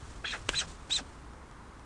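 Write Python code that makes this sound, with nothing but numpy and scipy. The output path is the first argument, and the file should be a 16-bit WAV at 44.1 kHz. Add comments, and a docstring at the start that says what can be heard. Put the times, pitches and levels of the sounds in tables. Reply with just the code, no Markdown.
"""A stork's nest, close up: a young stork squeals three times, rising from croak to whistle and back.
Each squeal layers an unsteady tone, a throat rasp and a hiss, with a weaker second tone beneath.
One sharp wooden clack, like a bill snapping shut, is a burst of pulses between the first two squeals.
An adult's wings are swelling noise and a low sliding whoosh; twigs tick as small pulses.
Coloured noise and two wavering low tones make the open air and distant rumble, under a faint high whine."""
import sys
import numpy as np
from scipy import signal
from scipy.fft import rfft, irfft, next_fast_len
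from scipy.io import wavfile
from scipy.ndimage import map_coordinates

SR = 44100
rng = np.random.default_rng(int(sys.argv[2]) if len(sys.argv) > 2 else 0)


def store_pcm(level_fs):
    """Save levels as 16-bit WAV."""
    pcm = np.round(np.clip(level_fs, -1, 1) * 32767).astype(np.int16)
    wavfile.write(sys.argv[1], SR, np.atleast_2d(pcm).T)


N = 81585  # length in samples


def amp(db):
    """Decibels to gain."""
    return 10 ** (np.asarray(db) / 20)


def unit(x):
    """Scale to rms 1."""
    return x / np.sqrt(np.mean(x ** 2) + 1e-20)


def along(points, hz):
    """Read a spectrum of (hz, level_db) points on a log frequency axis."""
    point_hz, level_db = np.transpose(points)
    return np.interp(np.log(hz + 1), np.log(point_hz + 1), level_db)


def wobble(rate):
    """A smooth random curve through rate random knots a second."""
    return map_coordinates(rng.standard_normal(N // 8), [np.arange(N) * rate / SR], mode="wrap")


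def filtered(x, response):
    """Multiply the spectrum of x by a response of frequency."""
    size = next_fast_len(N + SR // 2)
    hz = np.fft.rfftfreq(size, 1 / SR)
    return irfft(rfft(x, size) * response(hz), size)[:N]


def noise(spectrum):
    """Noise of rms 1 with the given colour."""
    return unit(filtered(rng.standard_normal(N), lambda hz: amp(along(spectrum, hz))))


def band(centre, width):
    """Noise of rms 1 through two identical resonances in a row, for steep sides."""
    def response(hz):
        return (hz * width / (centre ** 2 - hz * hz + 1j * hz * width)) ** 2
    return unit(filtered(rng.standard_normal(N), response))


def curves(rows):
    """One value per sample for each column after the time."""
    s, *columns = np.transpose(rows)
    return [np.interp(np.arange(N) / SR, s, column) for column in columns]


def fade(first_s, last_s, edge_s):
    """Full between two times, with a short ramp outside them."""
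    t = np.arange(N) / SR
    return np.clip(np.minimum(t - first_s, last_s - t) / edge_s + 1, 0, 1)


# colour of the open air: hz, level_db (relative, per Hz)
AIR_COLOUR = [(20, -10.5), (60, -3), (95, -9), (170, -13.5), (250, -12), (400, -16.5), (650, -21),
              (1100, -16.5), (1900, -25.5), (2600, -32.5), (4500, -37), (9700, -40)]
# distant low hum: pitch_hz, level_db (rms, before it wavers)
HUM_TONES = [(50, -61.5), (68, -57.5)]
AIR_DB = -50.5  # rms level of the open air


def distance():
    """Open air as rumbling noise, plus low tones that waver in level and phase."""
    t = np.arange(N) / SR
    hum = np.zeros(N)
    for hz, db in HUM_TONES:
        level = amp(db + 1.7 * wobble(8.67))
        hum += level * np.sqrt(2) * np.sin(2 * np.pi * hz * t + 1.5 * wobble(5.92))
    return amp(AIR_DB) * noise(AIR_COLOUR) + hum


# wing strokes: centre_s, half_length_s (to 1/e of the peak), swish_db, draught_db (peaks of the swells)
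WING_STROKES = [(0.081, 0.21, -57.5, -51), (0.371, 0.053, -54, -54.5), (0.536, 0.066, -48, -48),
                (0.705, 0.042, -55, -49), (0.924, 0.33, -60.5, -56)]
# colour of the feather swish: hz, level_db (relative, per Hz)
FEATHER_COLOUR = [(100, -6), (400, -0.5), (1000, -6.5), (2500, -3.5), (5000, -5), (8000, -5), (9800, -10.5)]
# colour of the low draught: hz, level_db (relative, per Hz)
DRAUGHT_COLOUR = [(20, -6.5), (45, 7.5), (80, -9.5), (125, -2.5), (250, -22), (600, -56)]


def wings():
    """Each stroke swells a flickering swish of air through feathers and a low push of air."""
    t = np.arange(N) / SR
    swish, push = np.zeros(N), np.zeros(N)
    for centre_s, half_s, swish_db, draught_db in WING_STROKES:
        swell = np.exp(-((t - centre_s) / half_s) ** 2)
        swish += amp(swish_db) * swell
        push += amp(draught_db) * swell
    flicker = amp(1.4 * wobble(140))
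    return swish * noise(FEATHER_COLOUR) * flicker + push * noise(DRAUGHT_COLOUR)


GAPS_PER_S, GAPS_DB = 190, 5  # random knots a second; swing limit either way before levelling
JITTER_PER_S, SHIMMER_DB = 650, 0.3  # knots a second and depth of the voice's unsteadiness
EDGE_S = .004  # ramp outside each call


def gaps():
    """A gain of rms 1 that makes a tone come and go."""
    return unit(amp(GAPS_DB * np.tanh(wobble(GAPS_PER_S))))


def voice(pitch, jitter, octave_db):
    """A tone, unsteady in pitch and strength, with an octave overtone that comes and goes."""
    unsteady_hz = pitch * (1 + jitter * wobble(JITTER_PER_S))
    phase = 2 * np.pi * np.cumsum(unsteady_hz) / SR
    overtone = amp(octave_db) * gaps() * np.sin(2 * phase)
    shimmer = amp(SHIMMER_DB * wobble(JITTER_PER_S))
    return np.sqrt(2) * (np.sin(phase) + overtone) * shimmer


# one table per squeal: time_s, pitch_hz, whistle_db (before the tone drops out), rasp_db, hiss_db
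SQUEAL_CURVES = [
    [(.242, 1182, -65, -45.5, -72), (.246, 1600, -34, -38, -62), (.256, 1650, -31, -39, -56),
     (.259, 3950, -45, -41, -55), (.268, 4030, -42, -38, -59), (.279, 4150, -52, -40.5, -50),
     (.302, 4200, -58, -42, -52.5), (.311, 4280, -45, -39, -48.5), (.319, 4130, -42, -42, -44.5),
     (.325, 3400, -32, -34.5, -56), (.328, 1790, -32, -44, -46), (.343, 1500, -37.5, -37, -49.5),
     (.362, 1445, -50, -42.5, -59), (.39, 1232, -58, -63, -65)],
    [(.529, 895.7, -63, -46.5, -53), (.537, 1600, -33, -50.5, -56), (.545, 1699, -51, -33.5, -53.5),
     (.548, 3250, -30, -41, -53), (.553, 3376, -36, -43, -46), (.559, 3880, -34.5, -39.5, -47),
     (.571, 4015, -31.5, -44, -45), (.582, 4070, -28, -43.5, -46), (.593, 3900, -29, -37, -40),
     (.601, 3938, -35.5, -43, -36), (.603, 3115, -24.5, -38.5, -37), (.611, 3160, -26.5, -41, -40),
     (.614, 1486, -36.5, -40, -38), (.630, 1300, -47.5, -45.5, -49.5), (.66, 900, -64, -59, -57)],
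    [(.897, 599, -64, -46, -50.5), (.903, 1196, -53.5, -42.5, -45.5), (.909, 3393, -30, -39, -42),
     (.917, 3670, -28.5, -47, -42.5), (.927, 3774, -24.5, -45, -40), (.936, 4022, -30.5, -43.5, -37),
     (.950, 4086, -29.5, -48, -46), (.959, 3948, -28.5, -51, -40.5), (.967, 3593, -24.5, -44, -40),
     (.977, 3528, -34.5, -42.5, -42), (.983, 1736, -55, -43, -38), (.992, 1445, -43.5, -40, -44.5),
     (1.008, 685, -62, -45.5, -53), (1.035, 302, -66, -55.5, -81)],
]
# steady pitch jitter, one value per squeal: jitter (share of the pitch)
HOARSENESS = [0.011, 0.0065, 0.01]
# throat resonances: centre_hz, width_hz (doubled for each of two passes), weight_db (relative)
THROAT_RESONANCES = [(274, 61, -1.5), (540, 156, -5.5), (813, 100, -10), (1300, 52, -11.5),
                     (1600, 226, 1.5), (1970, 190, -1.5), (2547, 180, 6), (3300, 390, 5.5), (4040, 240, 3)]
# colour of the breathy hiss: hz, level_db (relative, per Hz)
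HISS_COLOUR = [(1000, -34), (3500, 3.5), (4800, 0), (5600, 4.5), (6300, 1), (7000, 0.5), (8100, -1),
               (8800, -1), (9600, -36.5), (13000, -9.5)]
# the rasp gathers below the pitch: centre (share of pitch), spread in octaves, floor far away in dB
RASP_CENTRE, RASP_OCTAVES, RASP_SKIRT_DB = 0.62, 0.74, -24.5
CROAK_HZ = 2040  # around and below this pitch the voice roughens
CROAK_JITTER, TAIL_JITTER = 0.048, .085  # added jitter; extra toward the closing croak (share of pitch)
# the tone drops out while it jumps between croak and whistle
BREAK_HZ, BREAK_OCTAVES, BREAK_DB = 2450, 0.31, -22
OCTAVE_DB, HARSH_HISS_DB = -6, -38  # overtone re the tone when the hiss is at the second level
FLUTTER_PER_S, FLUTTER_DB = 1000, -0.5  # grain of rasp and hiss: knots a second, depth


def throat_rasp(pitch):
    """Noise in the throat resonances, strongest in those nearest a point below the pitch."""
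    weights, bands = [], []
    for hz, width, db in THROAT_RESONANCES:
        octaves_off = np.log2(hz / (RASP_CENTRE * pitch))
        nearness = amp(RASP_SKIRT_DB) + np.exp(-.5 * (octaves_off / RASP_OCTAVES) ** 2)
        weights.append(amp(db) * nearness)
        bands.append(band(hz, 2 * width))
    weights = np.array(weights)
    return (weights * bands).sum(0) / np.linalg.norm(weights, axis=0)


def squeal(rows, jitter):
    """A whistle on an arching pitch that ends in a rough croak, with throat rasp and breathy hiss."""
    pitch, whistle_db, rasp_db, hiss_db = curves(rows)
    start, end = rows[0][0], rows[-1][0]
    progress = np.clip((np.arange(N) / SR - start) / (end - start), 0, 1)
    croak = 1 / (1 + (pitch / CROAK_HZ) ** 6)
    breaking = np.exp(-.5 * (np.log2(pitch / BREAK_HZ) / BREAK_OCTAVES) ** 2)
    roughness = jitter + CROAK_JITTER * (croak + breaking) + TAIL_JITTER * croak * progress ** 2
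    # a stronger hiss brings a stronger overtone
    whistle = voice(pitch, roughness, OCTAVE_DB + hiss_db - HARSH_HISS_DB)
    whistle *= amp(BREAK_DB * breaking)
    breath = amp(rasp_db) * throat_rasp(pitch) + amp(hiss_db) * noise(HISS_COLOUR)
    flutter = unit(amp(FLUTTER_DB * wobble(FLUTTER_PER_S)))
    return fade(start, end, EDGE_S) * (amp(whistle_db) * whistle + flutter * breath)


# weaker tone under the whistle, one table per squeal: time_s, pitch_hz, level_db, overtone_db
SECOND_VOICE_CURVES = [
    [(.253, 3310, -37, -63), (.267, 3430, -44, -61), (.293, 3295, -40, -61), (.309, 3175, -47, -59)],
    [(.556, 3580, -57, -49.5), (.577, 3260, -54, -43), (.594, 3220, -50, -42.5), (.613, 2750, -48, -51)],
    [(.908, 2800, -52, -52), (.938, 3180, -46, -49), (.978, 2950, -60, -42.5)],
]
SECOND_JITTER = .017  # share of the pitch


def second_voice(rows):
    """A weaker, broken tone that drifts on its own pitch while the whistle sounds."""
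    pitch, level_db, overtone_db = curves(rows)
    tone = voice(pitch, SECOND_JITTER, overtone_db - level_db)
    return fade(rows[0][0], rows[-1][0], EDGE_S) * amp(level_db) * gaps() * tone


# low whoosh of the passing wings: time_s, centre_hz, level_db
WHOOSH_CURVE = [(.33, 150, -64), (.51, 80, -47.5), (.61, 150.1, -53.5), (.71, 150.3, -55), (.83, 120, -71)]
WHOOSH_KNOTS_PER_S = 75  # faster knots make a wider band


def whoosh():
    """A low band of turbulence whose centre slides down and up as the wings sweep past."""
    centre, level_db = curves(WHOOSH_CURVE)
    phase = 2 * np.pi * np.cumsum(centre) / SR
    sine_part = wobble(WHOOSH_KNOTS_PER_S) * np.sin(phase)
    cosine_part = wobble(WHOOSH_KNOTS_PER_S) * np.cos(phase)
    return amp(level_db) * unit(sine_part + cosine_part)


# decay time to -60 dB and energy relative to the pulse: brief rattle, then scatter from the nest
CLACK_T60_S, CLACK_TAIL_DB, NEST_T60_S, NEST_DB = 0.035, -6.5, 0.098, -12.5
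RATTLE_LOW_HZ = 900  # both tails have little body below this


def knocks(rows, colour, size=4096):
    """Hard contacts on dead wood: a pulse, a brief rattle and a faint scatter from the nest."""
    # minimum phase gathers the coloured pulse at its onset
    cepstrum = irfft(np.log(amp(along(colour, np.fft.rfftfreq(size, 1 / SR)))))
    cepstrum[1:size // 2] *= 2
    cepstrum[size // 2:] = 0
    pulse = irfft(np.exp(rfft(cepstrum)))
    pulse /= np.abs(pulse).max()
    t, out = np.arange(size) / SR, np.zeros(N + size)
    thin = signal.butter(1, RATTLE_LOW_HZ, "high", fs=SR)
    for s, db in rows:
        blow = (t == 0) * 1.
        for t60, tail_db in (CLACK_T60_S, CLACK_TAIL_DB), (NEST_T60_S, NEST_DB):
            decay = np.exp(-np.log(1000) * t / t60)
            tail = signal.lfilter(*thin, rng.standard_normal(size) * decay)
            blow = blow + amp(tail_db) * tail / np.linalg.norm(tail)
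        out[round(s * SR):][:size] -= amp(db) * blow
    return signal.fftconvolve(out, pulse)[:N]


# contacts within the one clack: start_s, level_db (peak of the bare pulse)
CLACK_CONTACTS = [(.4884, -21), (.4914, -5.5), (.4939, -23), (.4957, -23.5), (.4987, -31)]
# colour of the clack: hz, level_db (relative)
CLACK_SPECTRUM = [(60, -5), (190, -7.5), (300, 3.5), (460, 0), (590, 3), (730, -13), (930, -1.5),
                  (1500, -1.5), (1900, -3), (2450, 0), (3200, 1), (4100, -11), (5600, -13), (6400, -8.5),
                  (8200, -11), (9800, -22.5), (13000, -17.5)]


def clack():
    """One strong wooden contact among weaker ones, milliseconds apart, heard as a single snap."""
    return knocks(CLACK_CONTACTS, CLACK_SPECTRUM)


# twig ticks: start_s, level_db (peak of the bare pulse)
TWIG_TICKS = [(.696, -42), (1.335, -41), (1.5131, -39.5), (1.7959, -41)]
# colour of a tick: hz, level_db (relative)
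TWIG_SPECTRUM = [(200, -8), (1200, 13.5), (2500, -5), (5000, -4.5), (9000, -7.5), (12000, -57)]


def twigs():
    """Small, separate contacts on dry wood."""
    return knocks(TWIG_TICKS, TWIG_SPECTRUM)


def scene():
    """Mix squeals, clack, twigs, wings and background."""
    calls = sum(squeal(rows, jitter) for rows, jitter in zip(SQUEAL_CURVES, HOARSENESS))
    calls = calls + sum(second_voice(rows) for rows in SECOND_VOICE_CURVES)
    return (distance() + wings() + calls + whoosh() + clack() + twigs())[None]


TOP_HZ, LEAK_TOP_HZ, LEAK_DB = 9900, 13800, -24  # main treble limit; limit and level of the trace added
WHINE_HZ, WHINE_DB = 11025, -88.5  # rms level


def record(dry):
    """Cut the treble steeply, leaving a trace of it and a faint steady whine above the main limit."""
    def cut(hz, top):
        return 1 / np.sqrt(1 + (hz / top) ** 100)
    sound = filtered(dry[0], lambda hz: cut(hz, TOP_HZ) + amp(LEAK_DB))
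    whine = amp(WHINE_DB) * np.sqrt(2) * np.sin(2 * np.pi * WHINE_HZ * np.arange(N) / SR)
    return filtered(sound + whine, lambda hz: cut(hz, LEAK_TOP_HZ))[None]


dry = scene()
out = record(dry)
store_pcm(out)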